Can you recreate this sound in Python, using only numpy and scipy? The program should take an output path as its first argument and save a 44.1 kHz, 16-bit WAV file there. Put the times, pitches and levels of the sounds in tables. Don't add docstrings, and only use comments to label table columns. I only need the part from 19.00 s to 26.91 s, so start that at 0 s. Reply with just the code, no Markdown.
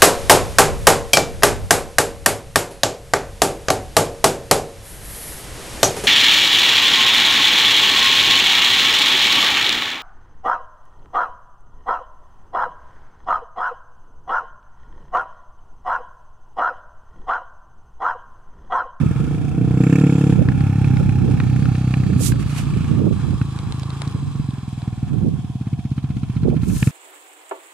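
import sys
import numpy as np
from scipy import signal
from scipy.fft import rfft, irfft
from scipy.io import wavfile
from scipy.ndimage import uniform_filter1d

SR = 44100
rng = np.random.default_rng(int(sys.argv[2]) if len(sys.argv) > 2 else 0)


def digitize_waveform(pressure):
    field = np.atleast_2d(pressure).T
    bounded = np.clip(field, -1, 1)
    quanta = np.round(bounded * 32767).astype(np.int16)
    wavfile.write(sys.argv[1], SR, quanta)


N = 348831
TIME = np.arange(N) / SR


def undb(db):
    return 10 ** (np.asarray(db) / 20)


def curves(table, at=TIME):
    seconds, *columns = np.transpose(table)
    return [np.interp(at, seconds, column) for column in columns]


def pan(db):
    return undb(np.array([[db], [-db]]) / 2)


def response(points, size=4096):
    hz, db = np.transpose(points)
    f = np.maximum(np.arange(size // 2 + 1) * SR / size, 1)
    octaves_below = np.minimum(np.log2(f / hz[0]), 0)
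    octaves_above = np.maximum(np.log2(f / hz[-1]), 0)
    spectrum_db = np.interp(np.log(f), np.log(hz), db) + 24 * (octaves_below - octaves_above)
    cepstrum = irfft(np.log(undb(spectrum_db)))
    cepstrum[1:size // 2] *= 2
    cepstrum[size // 2 + 1:] = 0
    ring = irfft(np.exp(rfft(cepstrum)))
    return ring / np.linalg.norm(ring)


def colour(x, points):
    return signal.fftconvolve(np.atleast_2d(x), response(points)[None], axes=1)[:, :N]


def noise(likeness):
    common, left, right = rng.standard_normal((3, N))
    return np.sqrt(likeness) * common + np.sqrt(1 - likeness) * np.array([left, right])


def walk(rate):
    k = max(int(SR / rate), 1)
    held = rng.standard_normal(N)[np.arange(N) // k]
    drift = uniform_filter1d(uniform_filter1d(held, k), k)
    return drift / drift.std()


def narrow(hz, db, width_hz):
    lowpass = signal.butter(2, width_hz / 2, fs=SR, output="sos")
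    band = signal.sosfilt(lowpass, noise(0))
    carrier = np.exp(2j * np.pi * np.cumsum(hz) / SR)
    tone = ((band[0] + 1j * band[1]) * carrier).real
    return pan(-1.4) * tone / tone.std() * undb(db)


def cracks(table, body, decay_s, ring_db, likeness, level_db):
    out, air = np.zeros((2, N)), noise(likeness)
    age = TIME[:SR // 32]
    for s, db, hz, pan_db in table:
        i = int(s * SR)
        resonance = [(100, 0), (hz * .7, 0), (hz, ring_db), (hz * 1.4, 0), (SR / 2, 0)]
        ring = signal.fftconvolve(response(body), response(resonance))
        burst = air[:, i:i + len(age)] * age * np.exp(-age / decay_s)
        crack = signal.fftconvolve(burst, ring[None], axes=1)[:, :len(age)]
        out[:, i:i + len(age)] += pan(pan_db) * crack * undb(db + level_db) / abs(crack).max()
    return out


def puffs(firings, delay_s, decay_s, scatter_db, rise_s=0.0015):
    age = np.maximum(TIME[:SR // 10] - delay_s, 0)
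    shape = np.exp(-age / decay_s) * (1 - np.exp(-age / rise_s))
    sizes = undb(scatter_db * rng.standard_normal(len(firings)))
    return signal.fftconvolve(np.bincount(firings, sizes, N), shape)[:N]


# start in seconds, time held in seconds, opening 0-1.
TWISTS = [(0.0, 0.61, 0.64), (0.55, 0.74, 0.77), (7.72, .2, 0.66)]
OPEN_S, CLOSE_S, EASE_PER_S, IDLE_THROTTLE = 0.31, 0.14, 0.43, 0.11


def throttle_at(t):
    opening = 0
    for s, held, amount in TWISTS:
        rolled_on = np.clip((t - s) / OPEN_S, 0, 1)
        not_yet_shut = np.clip(1 - (t - s - held) / CLOSE_S, 0, 1)
        eased = 1 - EASE_PER_S * np.maximum(t - s - OPEN_S, 0)
        opening = opening + amount * rolled_on * not_yet_shut * eased
    return np.clip(IDLE_THROTTLE + (1 - IDLE_THROTTLE) * opening, 0, 1)


# time in seconds, level of the thump in dB, level of the gas rasp in dB.
EXHAUST = [(0.0, -14, -40), (.52, -24.5, -49.5), (.7, -13.5, -50), (.93, -11, -43.5), (1.27, -11, -50.5),
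           (1.42, -14, -42), (1.75, -13, -41.5), (2.1, -15, -42), (3.1, -15.5, -42.5), (3.42, -21.5, -46.5),
           (3.8, -20.5, -41.5), (4.4, -22, -55), (4.9, -22.5, -55), (5.7, -26.5, -54), (6.1, -26.5, -50.5),
           (6.75, -24, -70), (6.98, -21.5, -60.5), (7.91, -20, -41)]
THROTTLE_DB = 1.5


def effort(t):
    throttle = throttle_at(t)
    return curves(EXHAUST, t)[0] + THROTTLE_DB * (throttle - IDLE_THROTTLE), throttle


HISS_DB = -69


def microphone_hiss():
    return undb(HISS_DB) * noise(0)


# start in seconds, time held in seconds, level in dB.
GUSTS = [(.02, 0.058, -15), (.2, .49, -17.5), (1.37, 0.2, -13), (1.85, 0.81, -17), (2.23, 0.06, -14.5),
         (3.029, 0.38, -15.5), (3.631, 0.37, -18.5), (3.92, 0.035, -15), (4.025, 0.083, -10.5),
         (4.269, 0.057, -15), (4.68, 0.0049, -22), (5.2, 0.1, -25), (5.38, 0.02, -25), (6.13, 0.19, -16.5),
         (6.24, 0.044, -16), (7.15, .01, -25), (7.44, 0.12, -14), (7.68, 0.048, -14)]
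GUST_RISE_S, GUST_FALL_S, CALM_DB = 0.053, 0.057, -39.5
# frequency in Hz, level in dB.
BREEZE = [(25, -18), (60, -1.5), (140, 2.5), (250, -12), (350, -23.5), (470, -30.5), (650, -44),
          (1300, -51)]
GUST = [(25, -25.5), (90, -0.5), (175, 5), (260, -1.5), (400, -13), (570, -29), (720, -45.5), (1300, -53.5)]


def wind(right_db=0.0, left_db=-16, left_follow=0.62, flutter_db=1.0, ragged_db=4.0, pinned=0.48):
    power = undb(CALM_DB) ** 2
    for s, held, gust_db in GUSTS:
        away = np.maximum(s - TIME, 0) / GUST_RISE_S + np.maximum(TIME - s - held, 0) / GUST_FALL_S
        power = power + (undb(gust_db) * np.exp(-np.minimum(away, 20))) ** 2
    db = 10 * np.log10(power)
    hard = np.clip((db + 19.5) / 10, 0, 1)
    eddies = noise(0)
    buffet = (1 - hard) * colour(eddies, BREEZE) + hard * colour(eddies, GUST)
    left_level = left_follow * db + left_db + flutter_db * walk(22)
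    right_level = db + right_db + (flutter_db + ragged_db * hard) * walk(45)
    ports_db = np.array([left_level, right_level])
    overload = .6
    flattened = overload * np.tanh(buffet * undb(ports_db + 2.0) / overload)
    ports = signal.butter(3, [42, 650], "bandpass", fs=SR, output="sos")
    return signal.sosfilt(ports, flattened), 1 - pinned * hard ** 3


# time in seconds, level in dB.
FLAPS = [(2.01, -24), (2.289, -21), (2.66, -29.5), (3.102, -27.5), (3.21, -26), (3.35, -26), (3.768, -26.5),
         (3.944, -26.5), (4.0, -26.5), (4.02, -27), (4.045, -27), (4.073, -21), (4.11, -28.5), (4.29, -32),
         (4.335, -30), (5.162, -33.5), (6.14, -32), (6.255, -28.5), (6.289, -31), (7.457, -21.5),
         (7.482, -17), (7.52, -21), (7.538, -17)]
# frequency in Hz, level in dB.
EDDY = [(150, -0.5), (300, 5), (450, -2.5), (650, -16), (900, -23), (1400, -42.5)]


def flaps(half_s=0.009, pan_db=-14):
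    swell = sum(undb(db) * np.exp(-((TIME - s) / half_s) ** 2) for s, db in FLAPS)
    return pan(pan_db) * colour(noise(0), EDDY) * swell


# middle in seconds, half length in seconds, level in dB,
# left minus right in dB, pressure 0-1.
BRUSHES = [(3.256, 0.049, -33, -24, 0), (3.414, 0.018, -44.5, -16, 0.96), (3.518, 0.055, -41, -4, 1),
           (3.591, 0.039, -35.5, -4, 0.9), (7.791, 0.12, -36.5, 2, 0)]
# frequency in Hz, level in dB.
LIGHT_SKIN = [(600, -47), (1500, -6), (3000, 2.5), (5500, 5), (6500, 8.5), (8800, 9.5), (11500, 3.5),
              (14500, -1.5)]
FIRM_FINGERTIP = [(600, 2), (1300, -1), (2400, 1.5), (4000, -6.5), (8000, -7), (11500, -11), (14500, -42)]


def fingers():
    light, firm = colour(noise(0.24), LIGHT_SKIN), colour(noise(0.21), FIRM_FINGERTIP)
    out = 0
    for s, half, db, pan_db, pressure in BRUSHES:
        swell = pan(pan_db) * undb(db) * np.exp(-abs((TIME - s) / half) ** 2.65)
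        out = out + swell * (np.sqrt(1 - pressure) * light + np.sqrt(pressure) * firm)
    return out * undb(1.6 * walk(150))


def uneven_ring(x, ring_s=0.0023, ring_db=-6):
    ring = rng.standard_normal(SR // 40) * np.exp(-TIME[:SR // 40] / ring_s)
    ring = ring * undb(ring_db) / np.linalg.norm(ring)
    ring[0] = 1
    return signal.fftconvolve(x, ring[None] / np.linalg.norm(ring), axes=1)[:, :N]


# time in seconds, share of top speed, tyre roar in dB, grit hiss in dB.
RIDE = [(0.0, 0.92, -37, -46.5), (.55, 0.98, -48, -54), (1.2, 0.96, -41, -44), (1.7, 1, -45.5, -48.5),
        (2.7, 0.84, -49, -47), (3.7, 0.83, -41.5, -45.5), (5.0, .785, -41.5, -47), (5.6, 0.74, -47, -50),
        (6.7, 0.72, -53.5, -52.5), (7.91, 0.72, -48.5, -50)]
# frequency in Hz, level in dB.
TYRE_ROAR = [(200, -1.5), (420, 0), (560, -18), (780, 0.5), (1150, -1.5), (1500, -7.5), (1750, -7.5),
             (1960, -17.5), (2300, -11), (3200, -31), (6000, -36.5)]
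GRIT_HISS = [(1500, -9.5), (2600, 3), (3300, 2.5), (4200, -2), (5400, -1.5), (7600, -4), (9500, -5),
             (11500, -13), (14500, -37)]


def tyres(gate, roar_db=-2.5, hiss_db=-2, spin_db=8, grain_db=2.0, pulsing=0.29):
    _, roar, hiss = curves(RIDE)
    load = throttle_at(TIME)
    ground = colour(noise(0.84), TYRE_ROAR) * undb(roar + roar_db - 2.0 * load + 2.4 * walk(25))
    grain_size = rng.exponential(size=N // 16 + 1).repeat(16)[:N]
    grains = noise(.15) * undb(grain_db * grain_size)
    spray_db = hiss + hiss_db + spin_db * load ** 2 + 1.0 * walk(48)
    grit = uneven_ring(colour(grains / grains.std(), GRIT_HISS)) * undb(spray_db)
    return pan(-1.1) * ground + pan(0.36) * grit * (1 - pulsing + pulsing * gate)


# time in seconds, peak level in dB, ring in Hz, left minus right in dB.
STONES = [(4.588, -26, 2487, -1), (4.7222, -21.5, 4075, -1), (4.832, -26.5, 4110, -5),
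          (4.9029, -27.5, 4130, 1), (5.018, -19, 2095, 6), (5.076, -28.5, 5040, -3), (5.5068, -33, 3035, 3),
          (5.8181, -33, 2275, 2)]
# frequency in Hz, level in dB.
STONE_BODY = [(300, 6), (900, 15), (2200, 2), (4000, 10), (6000, -3), (9000, 2), (11000, -43), (14000, -43)]


def flicked_stones():
    return cracks(STONES, STONE_BODY, decay_s=.001, ring_db=4, likeness=.55, level_db=3)


# middle in seconds, half length in seconds, pitch in Hz, level in dB.
HISS_BANDS = [(0.89, 0.7, 6100, -80), (1.05, 0.3, 7250, -50), (3.1, 0.75, 4580, -54.5),
              (2.2, 0.65, 5400, -61), (2.85, 0.5, 6620, -59), (3.71, 0.4, 2900, -56.5),
              (3.903, 2.24, 4014, -56.5), (4.74, 1.1, 4900, -62), (4.55, 1.8, 7700, -58.5)]


def hiss_bands(level_db=0, width_hz=300, wander=.006):
    drift, out = 1 + wander * walk(3), 0
    for s, half, hz, db in HISS_BANDS:
        swell = np.exp(-((TIME - s) / half) ** 4)
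        out = out + narrow(hz * drift, db + level_db, width_hz) * swell
    return out


# time in seconds, pitch in Hz, level in dB.
WHINE = [(0.0, 693, -58), (.5, 720, -47.5), (1.9, 820, -44), (3.1, 757, -50.5), (3.6, 739, -80),
         (6.0, 751, -53.5), (7.9, 720, -60.5)]
HOWL_HZ = 1420


def whine_and_howl(whine_db=2.5, howl_db=-6):
    speed, roar, _ = curves(RIDE)
    whine_hz, whine_level = curves(WHINE)
    whine = narrow(whine_hz, whine_level + whine_db, width_hz=108)
    howl = narrow(HOWL_HZ * speed, roar + howl_db, width_hz=153)
    return whine + howl


# frequency in Hz, level in dB.
KNOCK_CASE = [(600, -2), (790, 7), (1000, -1), (1350, 6.5), (1560, -0.5), (1750, 1), (1950, -2.5),
              (2200, 5), (2600, 5), (2830, -14), (3050, 6.5), (3300, -12.5), (4000, -1), (5000, -14.5),
              (7300, -25.5), (11000, -23.5)]
VALVE_HEAD = [(900, 3), (2500, 1), (3300, -12), (4100, 5), (4900, -6), (5400, -2.5), (5700, -15),
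              (6100, -1), (7100, -15), (8300, -6), (12000, -19)]


def clatter(firings, lead_s=0.013, valve_db=-7, level_db=-29, slack_db=11.0):
    ticks = np.maximum(firings - int(lead_s * SR), 0)
    valves = puffs(ticks, delay_s=0, decay_s=.012, scatter_db=3, rise_s=.002)
    knock = puffs(firings, delay_s=.001, decay_s=.010, scatter_db=2, rise_s=.001)
    labouring = np.clip((19 - curves(RATE)[0]) / 3, 0, 1)
    force_db = np.minimum(effort(TIME)[0], -20) + slack_db * labouring
    piston = colour(noise(0.66) * knock, KNOCK_CASE)
    tappets = undb(valve_db) * colour(noise(0.2) * valves, VALVE_HEAD)
    return pan(-2.3) * (piston + tappets) * undb(force_db + level_db)


# time in seconds, peak level in dB, ring in Hz, left minus right in dB.
POPS = [(1.323, -31, 1450, -3), (1.486, -18.5, 1950, 2), (1.519, -30, 1450, 2), (1.606, -29, 1476, 1),
        (1.8429, -26.5, 2370, 1), (1.936, -39, 1450, 0), (1.9682, -24, 1840, 0), (2.093, -31, 1432, 1),
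        (2.4005, -21, 1850, -4.5), (2.56, -35, 1700, 3), (2.624, -31.5, 1790, 5), (2.6541, -24.5, 1420, 2),
        (2.752, -29.5, 1800, -2), (2.9385, -20.5, 2450, -4.5), (3.037, -31.5, 1800, 0),
        (3.3194, -24, 1580, -6), (4.4139, -25.5, 1370, -1), (7.8265, -17, 2840, -2),
        (7.871, -24.5, 2400, 4)]
# frequency in Hz, level in dB.
POP_BODY = [(400, -18), (900, -11.5), (1350, -4.5), (1800, -2), (2000, -11), (2550, -2.5), (3100, -19.5),
            (4100, -17.5), (6000, -29), (11000, -54)]


def exhaust_pops():
    return cracks(POPS, POP_BODY, decay_s=.0013, ring_db=4.5, likeness=.75, level_db=5)


# frequency in Hz, level in dB.
GAS_RASP = [(300, -6), (580, 5.5), (800, 0.5), (1000, -3), (1380, 11), (1550, 3.5), (1780, 8.5), (1970, -6),
            (2200, 6), (2620, 7), (2840, -1), (3050, -20.5), (4200, -17.5), (7300, -9.5), (13000, -20)]
# time in seconds, extra rasp in dB.
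BARKS = [(.838, 5), (.867, 1.5), (.927, 4), (.956, 5), (.984, 3), (1.011, 1.5)]
BARK_FROM_RATE, BARK_FULL_RATE, BARK_DB = 29, 33.5, 14


def rasp(firings, whirr_db=-13, level_db=-2.5):
    pulling = np.clip(2 * (throttle_at(TIME) - IDLE_THROTTLE), 0, 1)
    revving = np.clip((curves(RATE)[0] - BARK_FROM_RATE) / (BARK_FULL_RATE - BARK_FROM_RATE), 0, 1)
    bark = pulling * revving
    db = curves(EXHAUST)[1] + level_db + BARK_DB * bark
    for s, extra_db in BARKS:
        db = db + extra_db * np.exp(-((TIME - s - .002) / .005) ** 2)
    crack = puffs(firings, delay_s=.001, decay_s=.0045, scatter_db=1.2)
    tail = puffs(firings, delay_s=.008, decay_s=.005, scatter_db=2) / 4
    whirr = undb(whirr_db) * (1 - .7 * bark)
    gate = crack + tail + whirr
    gate = gate / np.sqrt(np.mean(gate ** 2))
    return colour(noise(0.68) * gate * undb(db), GAS_RASP) * pan(-5.5), gate


# time in seconds, firings per second.
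RATE = [(0.0, 20.83), (0.11, 19.26), (0.28, 29.09), (0.78, 31.4), (0.95, 34.5), (1.02, 37.6), (1.07, 34.3),
        (1.15, 34.5), (1.27, 35.8), (1.32, 31.8), (1.47, 31.4), (1.58, 33.15), (1.72, 34.37), (1.96, 32.22),
        (3.24, 31.35), (3.33, 29.29), (4.84, 26.83), (5.07, 28.08), (5.2, 24.64), (5.6, 20.59),
        (6.38, 18.93), (6.87, 15.73), (7.06, 16.13), (7.3, 14.89), (7.8, 15.26), (7.91, 28.42)]
# time in seconds, extra level in dB.
HARD = [(.009, -4), (.2, 3), (.578, 3), (1.485, 4.5), (3.16, 3.5), (3.319, 4.5), (4.411, 7), (5.072, 3),
        (5.146, 3.5), (5.225, 3), (5.355, 3), (6.555, 1), (6.61, 2.5), (5.394, 6), (5.487, 5.5),
        (5.876, 6.5), (6.027, 7), (6.728, 5), (7.364, 1), (7.43, 2), (7.565, 0.5), (7.825, 6), (7.868, 8.5)]
# frequency in Hz, level in dB.
PIPE_OPEN = [(30, -40.5), (95, -19.5), (120, -1), (148, -2), (190, -3.5), (220, -17), (265, -3), (320, -9),
             (390, -28.5), (460, -14.5), (580, -40.5), (900, -39), (2500, -66)]
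PIPE_SHUT = [(30, -27.5), (65, -8), (98, 0), (114, 5), (130, 3.5), (146, 5), (165, -2.5), (205, -6),
             (270, -7), (370, -33), (460, -36.5), (580, -44), (900, -41.5), (2500, -64.5)]
PIPE_WEAK = [(30, -42), (70, -5), (110, 2), (135, 22), (170, 3), (220, -6), (300, -11.5), (400, -48),
             (560, -105), (2500, -74)]
PIPE_IDLE = [(30, -25), (65, -6.5), (100, 2.5), (135, 8), (170, -2.5), (210, -1), (270, -5), (320, -13),
             (390, -33.5), (460, -24), (580, -60), (900, -46), (2500, -90)]
BLOWDOWN = [(80, -20.5), (150, 8), (280, -1), (400, -25), (800, -51.5)]


def engine(scatter_db=1.03, lumpy_db=2.0, exhaust_db=0.0, weak_below_db=-21,
           churn_db=-43, churn_tilt_db=-12, lift_s=0.00621, lift_db=-16):
    rate, = curves(RATE)
    cycle = np.cumsum(rate) / SR - .2
    at = np.flatnonzero(np.diff(np.floor(cycle))) / SR
    size_chance, burn_chance, time_chance = rng.standard_normal((len(at), 3)).T
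    level_db, throttle = effort(at)
    firing_rate = curves(RATE, at)[0]
    for s, extra_db in HARD:
        nearest = np.arange(len(at)) == np.argmin(abs(at - s))
        level_db = level_db + extra_db * nearest
    size = undb(level_db + scatter_db * (1 - throttle / 2) * size_chance) * np.sqrt(SR / firing_rate)
    burn = np.clip(throttle * undb(lumpy_db * (1.5 - throttle) * burn_chance), 0, 1)
    weak = np.clip((weak_below_db - level_db) / 5, 0, .8)
    jitter_s = .00015 + .0004 * (1 - throttle) * np.clip(firing_rate / 30, 0, 1) ** 2
    firings = np.clip(((at + jitter_s * time_chance) * SR).astype(int), 0, N - 1)
    idle = np.clip((25 - firing_rate) / 5, 0, 1)
    coast = (1 - burn) * (1 - idle)
    shares = [(burn, PIPE_OPEN), (coast * (1 - weak), PIPE_SHUT),
              (coast * weak, PIPE_WEAK), ((1 - burn) * idle, PIPE_IDLE)]
    pipe = sum(colour(np.bincount(firings, size * share, N), spectrum) for share, spectrum in shares)
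    lifts = np.maximum(firings - int(lift_s * SR), 0)
    pipe = pipe + undb(lift_db) * colour(np.bincount(lifts, size * (1 - idle), N), BLOWDOWN)
    fade = np.exp(-TIME[:SR // 10] / .018)
    stirred = signal.fftconvolve(np.bincount(firings, size * (1 - burn), N), fade)[:N]
    churn_level = churn_db + churn_tilt_db * np.log2(rate / 20)
    churn = colour(stirred * rng.standard_normal(N), PIPE_SHUT) * undb(churn_level)
    return pan(-0.72) * (pipe + churn) * undb(exhaust_db), firings


def scene():
    exhaust, firings = engine()
    gas, gate = rasp(firings)
    machine = exhaust + gas + exhaust_pops() + clatter(firings)
    ride = whine_and_howl() + hiss_bands() + tyres(gate) + flicked_stones()
    left, right = machine + ride
    bike = np.array([np.r_[0, 0, left[:-2]], right])
    buffeting, sensitivity = wind()
    return bike * sensitivity + buffeting + flaps() + fingers() + microphone_hiss()


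TOP_HZ = 14600


def record(dry):
    ceiling = 6.7
    limited = ceiling * np.tanh(dry / ceiling)
    return signal.sosfilt(signal.ellip(10, .2, 80, TOP_HZ, fs=SR, output="sos"), limited)


dry = scene()
out = record(dry)
digitize_waveform(out)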